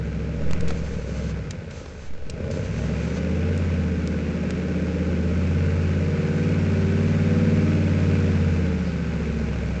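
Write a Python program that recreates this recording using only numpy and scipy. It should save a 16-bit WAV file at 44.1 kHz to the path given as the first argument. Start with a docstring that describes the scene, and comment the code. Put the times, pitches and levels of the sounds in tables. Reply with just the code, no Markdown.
"""A V8 diesel truck crawls up a dirt gully in a forest, towards a hand-held camera.
Tones at multiples of the engine cycle make its boom and burble; bursts of noise at each firing make its
bark and clatter. All follow engine speed, pedal and distance: the driver lifts off, pulls harder, then eases.
Close by, air nudges the microphone, the camera body ticks and its zoom motor whirrs, all from noise but the air.
Leaves rustle once (a swell of noise) over the steady hiss of the forest and microphone."""
import sys
import numpy as np
from scipy import signal
from scipy.fft import rfft, irfft
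from scipy.io import wavfile

SR = 44100
rng = np.random.default_rng(int(sys.argv[2]) if len(sys.argv) > 2 else 0)


def log_audio(samples):
    """Write samples as a 16-bit WAV file to the path given in sys.argv[1]."""
    # one column per channel
    frames = np.atleast_2d(samples).T
    # limit to full scale, then quantise
    limited = np.clip(frames, -1, 1)
    pcm = np.round(limited * 32767).astype(np.int16)
    wavfile.write(sys.argv[1], SR, pcm)


N = 432180
TIME = np.arange(N) / SR
BINS = np.fft.rfftfreq(N, 1 / SR)


def amp(db):
    """Decibels to gain."""
    return 10 ** (np.asarray(db) / 20)


def unit(x):
    """Scales to rms 1."""
    return x / np.sqrt(np.mean(x ** 2) + 1e-20)


def shape(points):
    """A spectrum in dB on every frequency bin, joined by lines over log frequency."""
    hz, db = np.transpose(points)
    return np.interp(np.log(BINS + 1), np.log(hz + 1), db)


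def hump(hz, width_hz):
    """A resonance with steep skirts, in dB on every frequency bin."""
    return -20 * np.log10(1 + ((BINS - hz) / width_hz) ** 2)


def colour(x, db):
    """Filters x by a spectrum in dB; rms 1."""
    return unit(irfft(rfft(x) * amp(db), N))


def bell(s, half_length):
    """A smooth swell of height 1 around a moment."""
    return np.exp(-((TIME - s) / half_length) ** 2)


def wander(rate_hz):
    """Smooth chance of rms 1, drawn 400 times a second and joined by lines."""
    slow = np.arange(0, TIME[-1] + 1, 1 / 400)
    hz = np.fft.rfftfreq(len(slow), slow[1])
    spectrum = rfft(rng.standard_normal(len(slow)))
    drift = irfft(spectrum * np.exp(-(hz / rate_hz) ** 2), len(slow))
    return np.interp(TIME, slow, unit(drift))


# engine speed up the hill: (time [s], engine cycles a second [Hz])
ENGINE_SPEED = [(0, 13.55), (.75, 14.27), (1, 12.7), (1.25, 13.87), (1.88, 9.13), (2.25, 8.42),
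                (2.88, 13.68), (3.55, 17.7), (4, 16.14), (5.2, 16.33), (5.62, 17.44), (6, 17.56),
                (6.5, 18.6), (6.88, 18.44), (7.12, 19), (7.75, 18.7), (8, 18.18), (8.25, 18.2),
                (8.62, 16.82), (8.88, 15.33), (9.8, 13.07)]


def engine_speed():
    """Engine cycles a second, joined by straight lines in time."""
    rows = np.asarray(ENGINE_SPEED)
    return np.interp(TIME, rows[:, 0], rows[:, 1])


# the driver eases off the pedal: (start [s], end [s], share of the pedal let go [0-1])
PEDAL_LIFTS = [(0.725, 1.21, 0.14), (1.35, 2.432, 0.7), (8.146, 10.01, 0.27)]
RELEASE_S, PRESS_S = 0.74, 0.27  # the foot comes off slowly and goes down quickly


def pedal_lift():
    """How far the foot is off the pedal, 0-1."""
    lift = 0
    for start, end, share in PEDAL_LIFTS:
        ramp = np.minimum((TIME - start) / RELEASE_S, (end - TIME) / PRESS_S)
        lift = lift + share * np.clip(ramp, 0, 1)
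    return lift


# short stabs on the pedal: (time [s], half length [s], strength [0-1])
PEDAL_STABS = [(.62, .15, 0.8), (2.46, 0.1, 0.42), (2.804, 0.41, 0.94), (3.485, 0.38, 0.33)]


def effort(speed, level_db, octave_db, lift_db, stab_db):
    """Gain of an engine layer: level at 16 Hz, change per octave of revs, with pedal let go and at a stab."""
    octaves = np.log2(speed / 16)
    stab = sum(strength * bell(s, length) for s, length, strength in PEDAL_STABS)
    return amp(level_db + octave_db * octaves + lift_db * pedal_lift() + stab_db * stab)


START_M, CRAWL_M_PER_S = 49.7, 2.59  # distance of the truck at first, and its pace up the hill


def nearness():
    """The sound grows in inverse proportion to the distance."""
    return START_M / np.maximum(START_M - CRAWL_M_PER_S * TIME, 1)


# the eight firings in order; each bank fires unevenly: (strength at the near tailpipe [0-1])
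FIRING_STRENGTHS = np.array([.96, .49, .47, .79, .47, .73, .96, .47])


def order_lag(order, dispersion=.18):
    """The firing pattern sets the phase of each order, and the silencer smears the pulses."""
    slots = np.arange(len(FIRING_STRENGTHS)) / len(FIRING_STRENGTHS)
    pattern = np.sum(FIRING_STRENGTHS * np.exp(-2j * np.pi * order * slots))
    return np.angle(pattern) + dispersion * order ** 2


def order_tone(turns, order):
    """One multiple of the engine cycle; rms 1."""
    return np.sqrt(2) * np.cos(2 * np.pi * order * turns + order_lag(order=order))


def firing_bursts(turns, speed, uneven, scatter_db, decay_s, wash):
    """Noise that flares at each firing and dies away, over a wash scattered by the trees."""
    cylinders = len(FIRING_STRENGTHS)
    firing = np.floor(turns * cylinders).astype(int)
    starts = np.flatnonzero(np.diff(firing)) + 1
    strength = np.abs(FIRING_STRENGTHS[firing[starts] % cylinders]) ** uneven
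    scatter = rng.standard_normal(N // 100)[:len(starts)]
    kicks = np.zeros(N)
    kicks[starts] = strength * amp(scatter_db * scatter)
    # dividing by speed offsets the closer spacing of the firings at high revs
    power = signal.lfilter([1], [1, -np.exp(-2 / (decay_s * SR))], kicks ** 2 / speed)
    return np.sqrt(power / power.mean() + abs(wash)) * rng.standard_normal(N)


# the fifth order slides through the resonances of the pipe: (frequency [Hz], level before nearing [dB])
BOOM_RESONANCES = [(45, -40), (56, -45), (65, -31.5), (71, -30.5), (76, -33.5), (82, -28), (87, -25.5),
                   (95, -28.5)]
# the boom fades briefly: (time [s], half length [s], change [dB])
BOOM_FADES = [(4.574, 0.42, -6), (6.256, 0.21, -7)]


def boom(turns, speed, flutter=0.0094, lift_db=-14):
    """The uneven banks give a strong fifth order and a faint third."""
    pipe_db = np.interp(5 * speed, *np.transpose(BOOM_RESONANCES))
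    fade_db = sum(db * bell(s, length) for s, length, db in BOOM_FADES)
    fifth = amp(pipe_db + fade_db + lift_db * pedal_lift()) * order_tone(turns, order=5)
    third_gain = effort(speed, level_db=-50, octave_db=14.5, lift_db=2.5, stab_db=-8.5)
    third = third_gain * order_tone(turns, order=3)
    return (fifth + third) * (1 + flutter * wander(rate_hz=8.9))


# uneven firing favours some multiples of the engine cycle: (relative level of orders 6, 7, 8, ... [dB])
USUAL_ORDERS = [3.5, 12.5, 22, 17, 12, 14.5, 13.5, 9, 9.5, 2, 10.5, 2, 4, 1.5, -4.5, 4, -3, -8, -9.5, -13.5,
                -0.5, -13.5, -6, -15.5, -8.5, -10, -8.5, -4.5, -7.5, -10.5]
# near cruising speed the pulses meet differently in the pipe: (relative level of the same orders [dB])
CRUISING_ORDERS = [5, 14.5, 15, 14.5, 14, 16.5, 16, 3, 8.5, 6.5, -1, 9, 9, 3.5, 1, -7.5, 4, -13.5, -5.5,
                   -3.5, -0.5, 0, -5.5, -5, -13.5, -4, -13.5, -0.5, -4.5, -9.5]
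CRUISE_HZ, CRUISE_WIDTH_HZ = 16.1, 0.85  # engine cycles a second
# resonances that those orders slide through: (frequency [Hz], relative level [dB])
TAILPIPE_RESONANCES = [(70, -26.5), (88, -23.5), (110, -27.5), (130, -29), (150, -18), (185, -14),
                       (205, -23), (225, -13), (265, -23.5), (295, -17.5), (330, -25), (375, -13),
                       (415, -15), (455, -8.5), (560, -16), (680, -22.5)]


def burble(turns, speed, flutter=0.2, drift=0.084, bright_db=7):
    """Clean orders of the engine cycle shift in balance as they slide through the pipe's resonances."""
    out = np.zeros(N)
    revs = np.log2(speed / CRUISE_HZ)
    cruising = np.exp(-((speed - CRUISE_HZ) / CRUISE_WIDTH_HZ) ** 2)
    for order, (usual_db, cruise_db) in enumerate(zip(USUAL_ORDERS, CRUISING_ORDERS), start=6):
        size = (1 - cruising) * amp(usual_db) + cruising * amp(cruise_db)  # blend of the two patterns
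        fading = 1 + flutter * order / 10 * wander(rate_hz=2.87)  # paths between the trees change
        tailpipe_db = np.interp(order * speed, *np.transpose(TAILPIPE_RESONANCES))
        edge_db = bright_db * revs * np.log2(order / 10)  # the pulses sharpen with the revs
        slip = drift * wander(rate_hz=0.83) / order  # each phase drifts, so the throb changes shape
        tone = order_tone(turns + slip, order=order)
        out += size * amp(tailpipe_db + edge_db) * fading * tone
    return out * effort(speed, level_db=-34, octave_db=0.5, lift_db=-11, stab_db=2.0)


# rough puffs through pipe and silencer: (frequency [Hz], relative level per Hz [dB])
PIPE_SPECTRUM = [(25, -4.5), (55, -3.5), (90, 1.5), (170, 6), (250, 0), (340, -8), (450, 2), (560, -0.5),
                 (630, -3.5), (720, -29), (1100, -29), (2500, -59)]


def bark(turns, speed, sway_db=0.66):
    """Ragged puffs of gas in the pipe sink in level as the revs rise and the firing gets cleaner."""
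    puffs = firing_bursts(turns, speed, uneven=1.7, scatter_db=1, decay_s=.006, wash=.5)
    level = effort(speed, level_db=-37.5, octave_db=-8, lift_db=-25.5, stab_db=2)
    sway = amp(sway_db * wander(rate_hz=4.8))
    return colour(puffs, shape(PIPE_SPECTRUM)) * level * sway


# radiation of the engine block: (frequency [Hz], relative level per Hz [dB])
BLOCK_SPECTRUM = [(300, -4.5), (700, -4.5), (1100, -4.5), (1800, -4.5), (2250, -3), (2600, -4.5),
                  (3100, -12.5), (4000, -14), (5500, -16), (7200, -19.5), (8000, -27.5), (8800, -44.5)]
# ringing engine covers: (frequency [Hz], width [Hz], level above the block [dB])
COVER_RINGS = [(815, 70, 6), (1286, 12, 9), (1511, 222, 8)]


def clatter(turns, speed, rasp_hz=2350, rasp_width_hz=420, clump_db=1.4):
    """Diesel knock rings block and covers at every firing; a thin rasp clumps and flares at each stab."""
    knocks = firing_bursts(turns, speed, uneven=.9, scatter_db=1.3, decay_s=.005, wash=1.8)
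    ring_db = sum(db / (1 + (2 * (BINS - hz) / width) ** 2) for hz, width, db in COVER_RINGS)
    block_gain = effort(speed, level_db=-44.0, octave_db=7, lift_db=-5, stab_db=2.5)
    block = colour(knocks, shape(BLOCK_SPECTRUM) + ring_db) * block_gain
    taps = firing_bursts(turns, speed, uneven=1.3, scatter_db=1.3, decay_s=.006, wash=1.2)
    clumps = amp(clump_db * wander(rate_hz=20))
    rasp_gain = effort(speed, level_db=-53.5, octave_db=8, lift_db=-5.5, stab_db=4.5)
    rasp = colour(taps, hump(rasp_hz, rasp_width_hz)) * clumps * rasp_gain
    return block + rasp


def truck(shake=.002):
    """One crankshaft, turning slightly unsteadily, drives every engine layer."""
    speed = engine_speed()
    turns = np.cumsum(speed * (1 + shake * wander(rate_hz=10))) / SR
    layers = boom(turns, speed) + burble(turns, speed) + bark(turns, speed) + clatter(turns, speed)
    return layers * nearness()


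# still forest and microphone hiss: (frequency [Hz], relative level per Hz [dB])
FOREST_SPECTRUM = [(30, 5), (100, -11.5), (450, 2.5), (750, -12), (2000, -24.5), (3200, -18.5), (7200, -26),
                   (8700, -52.5)]


def forest(level_db=-50):
    """Steady coloured noise for the still forest and the microphone's hiss."""
    return amp(level_db) * colour(rng.standard_normal(N), shape(FOREST_SPECTRUM))


# slow pushes of air on the microphone: (turning point [s], peak level [dB], time from peak to turn [s])
AIR_PUFFS = [(0.585, -15.5, 0.072), (0.885, -30.5, 0.058), (2.187, -23.5, 0.056)]
REBOUND = 0.76  # share of the push that swings back


def air():
    """Each puff pushes the diaphragm in and lets it swing back, less far."""
    out = np.zeros(N)
    for s, db, length in AIR_PUFFS:
        from_turn = (TIME - s) / length
        swing = -amp(db) * from_turn * np.exp((1 - from_turn ** 2) / 2)
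        out += np.where(swing > 0, swing, REBOUND * swing)
    return out


# ticks and creaks of the camera body:
# (time [s], starting level before the housing [dB], decay time [s], centre [Hz])
BODY_TICKS = [(0.510, -28, .0025, 1500), (0.533, -20.5, .0014, 1100), (0.608, -29, .002, 5500),
              (0.681, -35, .012, 3600), (0.706, -26, .004, 600), (1.508, -27.5, .004, 3800),
              (1.709, -40, .006, 3000), (1.859, -33, .004, 220), (2.135, -44, .004, 700),
              (2.298, -27, .004, 4600), (2.512, -36, .006, 4000), (3.577, -29.5, .0015, 6500),
              (4.075, -28, .0012, 5000), (4.506, -25, .002, 3200)]


def ticks():
    """Short dry snaps and knocks of plastic, each in its own broad band, dulled by the housing."""
    out, t = np.zeros(N), TIME[:SR // 10]
    for s, db, decay_s, hz in BODY_TICKS:
        band = signal.butter(1, [hz / 2, min(hz * 2, SR / 3)], "band", fs=SR)
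        noise = unit(signal.lfilter(*band, rng.standard_normal(len(t))))
        out[round(s * SR):][:len(t)] += amp(db) * noise * np.exp(-t / decay_s)
    housing = signal.butter(8, 7700, fs=SR, output="sos")
    return signal.sosfilt(housing, out)


# zoom motor runs: (start [s], end [s], level before the waver [dB])
ZOOM_RUNS = [(0.682, 1.328, -50), (1.693, 2.103, -52), (2.5, 3.2, -49.5)]
# whirr of the zoom gears: (frequency [Hz], relative level per Hz [dB])
GEAR_SPECTRUM = [(400, -3), (850, 5), (1500, 2), (2700, 0), (3600, -4), (4300, -1), (5600, -4), (6100, 0),
                 (6500, 0), (6900, -8), (7350, -2), (8000, -15), (8800, -34)]


def zoom_motor(ramp_s=0.017, waver_db=2.4):
    """The lens drive whirrs in three short runs of wavering, coloured noise."""
    running = np.zeros(N)
    for start, end, db in ZOOM_RUNS:
        ramp = np.minimum(TIME - start, end - TIME) / ramp_s
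        running += amp(db) * np.clip(ramp, 0, 1)
    whirr = colour(rng.standard_normal(N), shape(GEAR_SPECTRUM))
    return running * amp(waver_db * wander(rate_hz=12)) * whirr


# dry leaves rustle once: (time [s], half length [s], peak level [dB], centre [Hz], width [Hz])
LEAF_RUSTLE = (8.88, .04, -51, 4600, 700)


def leaves():
    """A brief soft swish of noise around one resonance."""
    s, length, db, hz, width = LEAF_RUSTLE
    return amp(db) * bell(s, length) * colour(rng.standard_normal(N), hump(hz, width))


def scene():
    """The approaching truck, the forest and the small noises close to the microphone, in mono."""
    return (truck() + forest() + air() + ticks() + zoom_motor() + leaves())[None]


def record(dry, edge_hz=8850):
    """The camera's narrow audio band cuts everything above its edge."""
    taps = signal.firwin(401, edge_hz, window=("kaiser", 9), fs=SR)
    return signal.oaconvolve(dry, taps[None], "same")


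dry = scene()
out = record(dry)
log_audio(out)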